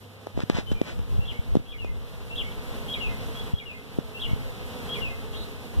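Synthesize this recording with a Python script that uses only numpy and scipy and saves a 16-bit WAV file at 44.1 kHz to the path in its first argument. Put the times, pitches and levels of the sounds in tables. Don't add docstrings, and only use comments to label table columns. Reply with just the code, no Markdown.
import sys
import numpy as np
from scipy import signal
from scipy.fft import rfft, irfft
from scipy.io import wavfile

SR = 44100
rng = np.random.default_rng(int(sys.argv[2]) if len(sys.argv) > 2 else 0)


def file_out(sig):
    cols = np.atleast_2d(sig).T
    lim = np.clip(cols, -1, 1)
    pcm = np.round(lim * 32767).astype(np.int16)
    wavfile.write(sys.argv[1], SR, pcm)


N = 255780
TIME = np.arange(N) / SR
FREQ = np.fft.rfftfreq(N, 1 / SR)

# nearest_s, half_length_s, wingbeat_hz, level_db (before the swells),
# side (-1 left to 1 right)
BEE_PASSES = [(1.19, 0.23, 221, -69, 0.31), (2.66, 0.18, 238.1, -51, 0.58), (2.87, 0.069, 230, -61, 0.56),
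              (3.275, 0.13, 238.4, -66, 0.46), (4.145, 0.187, 216.8, -50.5, 0.38),
              (4.984, 0.12, 225.4, -49.5, 0.59), (5.287, .18, 215.8, -50, 0.22)]
# frequency_hz, gain_db
WING_SPECTRUM = [(220, 2), (470, 2.5), (720, -11.5), (1200, -9), (2000, -15), (3300, -15.5), (4500, -23.5)]
PHRASE_NOTES = { "slur": [(-.007, 0.021, 0.058, 2666, 2754, -8.5, 0.11),
                (.047, 0.011, .03, 2725, 3700, -9, 1), (.06, .025, .068, 3800, 2878, -1, 0.61),
                (.108, .01, .035, 2650, 1970, -11, 0.36), (.136, 0.02, 0.068, 2200, 2215, -7, .03)],
                "warble": [(-.016, 0.013, 0.0345, 2917, 3317, -10, 0.86),
                (-.008, 0.052, 0.072, 3268, 3310, 0, 0.09), (.042, .008, .024, 3600, 3196, -0.5, 0.95),
                (.052, 0.0072, .055, 2585, 2080, -7, 0.3), (.106, .016, .095, 3020, 2475, -4, .22),
                (.193, 0.017, 0.058, 2107, 2084, -10, 0.08)],
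                "peep": [(-.003, .02, .056, 3074, 3036, 5, 0.03),
                (.08, 0.014, 0.144, 2450, 2320, -8.5, 0.2)], "pip": [(.005, .03, .075, 3307, 3326, 9, .08)],
                "chip": [(0, .015, 0.049, 3150, 3390, -2, 1), (.01, 0.024, .115, 3600, 3980, 1.5, 0.88)]}
# start_s, phrase, voice_db
BIRD_SONG = [(0.661, "peep", -45.5), (1.198, "slur", -39), (1.669, "warble", -43), (2.3, "slur", -34),
             (2.891, "warble", -32.5), (3.331, "pip", -47.5), (3.542, "warble", -41), (4.142, "slur", -34),
             (4.897, "warble", -33.5), (5.324, "chip", -43.5)]
# gain_db, t60_s
TREE_SCATTER = [(-4, .09), (-7.5, .45)]
# start_s, level_db, ring_hz (nominal), click_db (relative to the tap)
FINGER_TAPS = [(0.2696, -21.5, 550, -11), (0.3752, -13.5, 290, -20), (.392, -21, 496, -19),
               (.404, -23.5, 470, -1), (0.434, -15.5, 173, -22), (0.498, -6.5, 300, -10),
               (0.547, -16.5, 131, -31), (.585, -18, 254, -11), (0.716, -12, 237, -16.5),
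               (0.8145, -8, 317, -14.5), (.99, -17, 113, -16.5), (1.188, -11.5, 86.3, -45),
               (1.389, -15.5, 78, -45), (1.553, -6.5, 308.2, -20.5), (1.568, -7, 192, -27),
               (1.597, -24, 200, -24), (1.846, -22.5, 430, -12), (3.534, -12, 101, -38),
               (3.9858, -10, 248, -43), (4.311, -15, 111, -50), (4.331, -11.5, 105, -48)]
# peak_s, half_length_s, level_db
FINGER_RUBS = [(0.391, 0.031, -44), (.423, .009, -36), (0.509, 0.012, -37), (0.574, 0.037, -30.5),
               (0.723, 0.0083, -35.5), (0.894, 0.04, -37)]
# frequency_hz, gain_db
SKIN_SPECTRUM = [(60, 0), (250, 4), (600, 0), (1200, -6), (2200, -4), (3500, -8), (5000, -14),
                 (7500, -19.5), (9500, -29), (14000, -40)]
# peak_s, half_length_s, level_db
WIND_GUSTS = [(.38, 0.03, -29), (.56, 0.053, -31), (.71, 0.062, -28), (.98, 0.044, -22), (1.16, 0.072, -21),
              (1.3, 0.034, -27), (1.54, 0.05, -22), (1.9, .15, -32), (2.44, 0.067, -35), (2.7, 1, -35),
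              (3.09, 0.025, -29), (3.42, 0.052, -34), (4.35, .08, -28.5), (5.04, 0.032, -30), (5.1, 1, -37),
              (5.38, 0.044, -34), (5.79, 0.04, -23)]
# frequency_hz, gain_db
WIND_SPECTRUM = [(10, -1), (35, 2), (70, 2), (120, -4.5), (220, -21.5), (450, -31.5), (1200, -53),
                 (4000, -78)]
# frequency_hz, gain_db
GARDEN_SPECTRUM = [(20, -5.5), (85, 5), (160, -1), (340, -13), (600, -18), (1300, -24), (1850, -26),
                   (2150, -24.5), (2750, -24), (3400, -26), (4300, -29), (6000, -38), (10000, -45.5)]
# start_s, rise_s, end_s, height_db
OUTDOOR_SWELLS = [(.1, .9, 1.58, 4), (1.85, 0.86, 3.53, 9.5), (3.55, 0.73, 6.0, 7.5), (4.55, 0.4, 5.02, 4)]
MIC_HISS_DB = [
    [-59],
    [-50],
]

PORT_DELAY_S = .000443


def swarm(count=18, beat_hz=233, weave_db=3.5, side=0.48, side_spread=0.24, db=-45):
    pitches = beat_hz * (1 + .13 * np.linspace(-1, 1, count))
    sides = side + side_spread * (2 * rng.random(count) - 1)
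    bees = (ports(wingbeat(hz) * undb(weave_db * walk(2.5)), where) for hz, where in zip(pitches, sides))
    return level(sum(bees), db)


def flybys(sag=.012):
    out = 0
    for nearest_s, half_length_s, hz, db, side in BEE_PASSES:
        along = (TIME - nearest_s) / half_length_s
        distance = np.hypot(1, along)
        buzz = wingbeat(hz * (1 - sag * along / distance), wander=.01)
        out = out + ports(buzz * undb(db) / distance * np.exp(-(along / 3) ** 2), side)
    return out


def wingbeat(hz, wander=.03):
    phase = np.cumsum(hz * (1 + wander * walk(5) + .009 * walk(35))) / SR
    harmonics = np.arange(1, 21)
    cycle = np.linspace(0, 1, 1024)
    offsets = rng.random((len(harmonics), 1)) / 2
    partials = np.sin(2 * np.pi * (np.outer(harmonics, cycle) + offsets))
    stroke = response(WING_SPECTRUM, harmonics * np.mean(hz)) @ partials
    return level(np.interp(phase % 1, cycle, stroke), 0)


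def bird(rasp_depth=0.0704, rasp_hz=330, full_voice_db=-33, soft_tilt=1.28, middle_hz=2750, direct_db=-2):
    voice = np.zeros(N)
    shake = walk(rasp_hz)
    for start_s, phrase, voice_db in BIRD_SONG:
        for onset_s, attack_s, length_s, start_hz, end_hz, note_db, rasp in PHRASE_NOTES[phrase]:
            t = TIME - start_s - onset_s
            on = (t > 0) & (t < length_s)
            hz, effort = note(t[on], attack_s, length_s, start_hz, end_hz)
            tilt_db = soft_tilt * (voice_db - full_voice_db) * np.log2(hz / middle_hz)
            phase = np.cumsum(hz * (1 + (rasp_depth * rasp + 0.0049) * shake[on])) / SR
            whistle = np.sqrt(2) * np.sin(2 * np.pi * phase)
            voice[on] += undb(voice_db + note_db + tilt_db) * effort * whistle
    scatter = sum(undb(db) * tree_echoes(voice, t60_s) for db, t60_s in TREE_SCATTER)
    return undb(direct_db) * ports(voice, side=-0.18) + scatter


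def note(t, attack_s, length_s, start_hz, end_hz, release_s=0.015, ease=1.6):
    hz = end_hz + (start_hz - end_hz) * np.clip(1 - t / length_s, 0, 1) ** ease
    effort = np.clip(np.minimum(t / attack_s, (length_s - t) / release_s), 0, 1)
    return hz, np.sin(np.pi / 2 * effort) ** 2


def tree_echoes(x, t60_s):
    tails = rng.standard_normal((2, SR)) * undb(-60 * TIME[:SR] / t60_s)
    return diffuse(*(signal.fftconvolve(x, tail / np.linalg.norm(tail))[:N] for tail in tails))


def handling(grain_db=1.0, far_port_db=-8):
    rubs = noise(SKIN_SPECTRUM) * humps(FINGER_RUBS) * undb(grain_db * walk(250))
    left_wind, right_wind = gusts(), gusts()
    return np.array([taps() + rubs + left_wind, undb(far_port_db) * right_wind])


def taps(ring_cycles=0.51, relax=0.54, soft_cycles=0.36, click_s=0.0019):
    out, t = np.zeros(N), TIME[:SR // 10]
    grit = noise(SKIN_SPECTRUM)
    for start_s, db, ring_hz, click_db in FINGER_TAPS:
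        cycles = ring_hz * t
        swing = np.sin(2 * np.pi * (relax * cycles + (1 - np.exp(-2 * cycles)) / 2))
        push = swing * (1 - np.exp(-(cycles / soft_cycles) ** 2)) * np.exp(-cycles / ring_cycles)
        span = slice(int(start_s * SR), int(start_s * SR) + len(t))
        click = undb(click_db) * grit[span] * np.exp(-t / click_s)
        out[span] += undb(db) * (click - push / np.abs(push).max())
    return out


def gusts(flutter_db=3.0):
    rumble = noise(WIND_SPECTRUM) * undb(flutter_db * walk(7.2))
    return level(rumble, 0) * humps(WIND_GUSTS)


def garden(db=-36.5, flicker_db=1.28):
    washes = (noise(GARDEN_SPECTRUM) * undb(flicker_db * walk(16.3)) for _ in range(2))
    return level(diffuse(*washes), db)


def drone(hz=101.5, db=-39.5, fade_s=1.0):
    tone = np.sin(2 * np.pi * np.cumsum(hz * (1 + 0.0034 * walk(5.1))) / SR)
    return level(tone, db) * np.exp(-(TIME / fade_s) ** 4)


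def hiss(follow=0.92, flicker_db=1.0):
    drift_db = follow * swell_db() + flicker_db * walk(13)
    return rng.standard_normal((2, N)) * undb(MIC_HISS_DB) * undb(drift_db)


def swell_db(lull_db=-8, drop_s=0.049):
    gain_db = lull_db
    for start_s, rise_s, end_s, height_db in OUTDOOR_SWELLS:
        climb = np.clip((TIME - start_s) / rise_s, 0, 1)
        drop = np.clip(.5 + (end_s - TIME) / drop_s, 0, 1)
        gain_db = gain_db + height_db * climb * drop
    return gain_db


def ports(x, side):
    lag_s = side * PORT_DELAY_S * np.array([[.5], [-.5]])
    return irfft(rfft(x) * np.exp(-2j * np.pi * FREQ * lag_s), N)


def diffuse(a, b):
    alike = np.sinc(2 * FREQ * PORT_DELAY_S)
    mid = rfft(a) * np.sqrt((1 + alike) / 2)
    side = rfft(b) * np.sqrt((1 - alike) / 2)
    return irfft(np.array([mid + side, mid - side]), N)


def humps(rows):
    return sum(undb(db) * np.exp(-((TIME - peak_s) / half_s) ** 2) for peak_s, half_s, db in rows)


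def walk(rate_hz):
    return level(irfft(rfft(rng.standard_normal(N)) / (1 + (FREQ / rate_hz) ** 4), N), 0)


def noise(spectrum):
    return level(irfft(rfft(rng.standard_normal(N)) * response(spectrum, FREQ), N), 0)


def response(spectrum, hz):
    points_hz, db = np.transpose(spectrum)
    return undb(np.interp(np.log(np.maximum(hz, 1)), np.log(points_hz), db))


def level(x, db):
    return x * undb(db) / np.sqrt(np.mean(x ** 2))


def undb(db):
    return 10 ** (np.asarray(db) / 20)


def scene():
    outdoors = (swarm() + flybys() + garden()) * undb(swell_db())
    return outdoors + drone() + bird() + handling()


def record(dry, cross_top_hz=6500, top_hz=14380):
    late = .96 * np.exp(-2j * np.pi * FREQ * PORT_DELAY_S)
    crossfeed = late / (1 + (FREQ / cross_top_hz) ** 6)
    spectrum = rfft(dry)
    fade_in = np.minimum(TIME / .01, 1) ** 2
    wide = irfft(spectrum - crossfeed * spectrum[::-1], N) * fade_in
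    lowpass = signal.ellip(12, .1, 70, top_hz, fs=SR, output="sos")
    return signal.sosfilt(lowpass, wide + hiss())


dry = scene()
out = record(dry)
file_out(out)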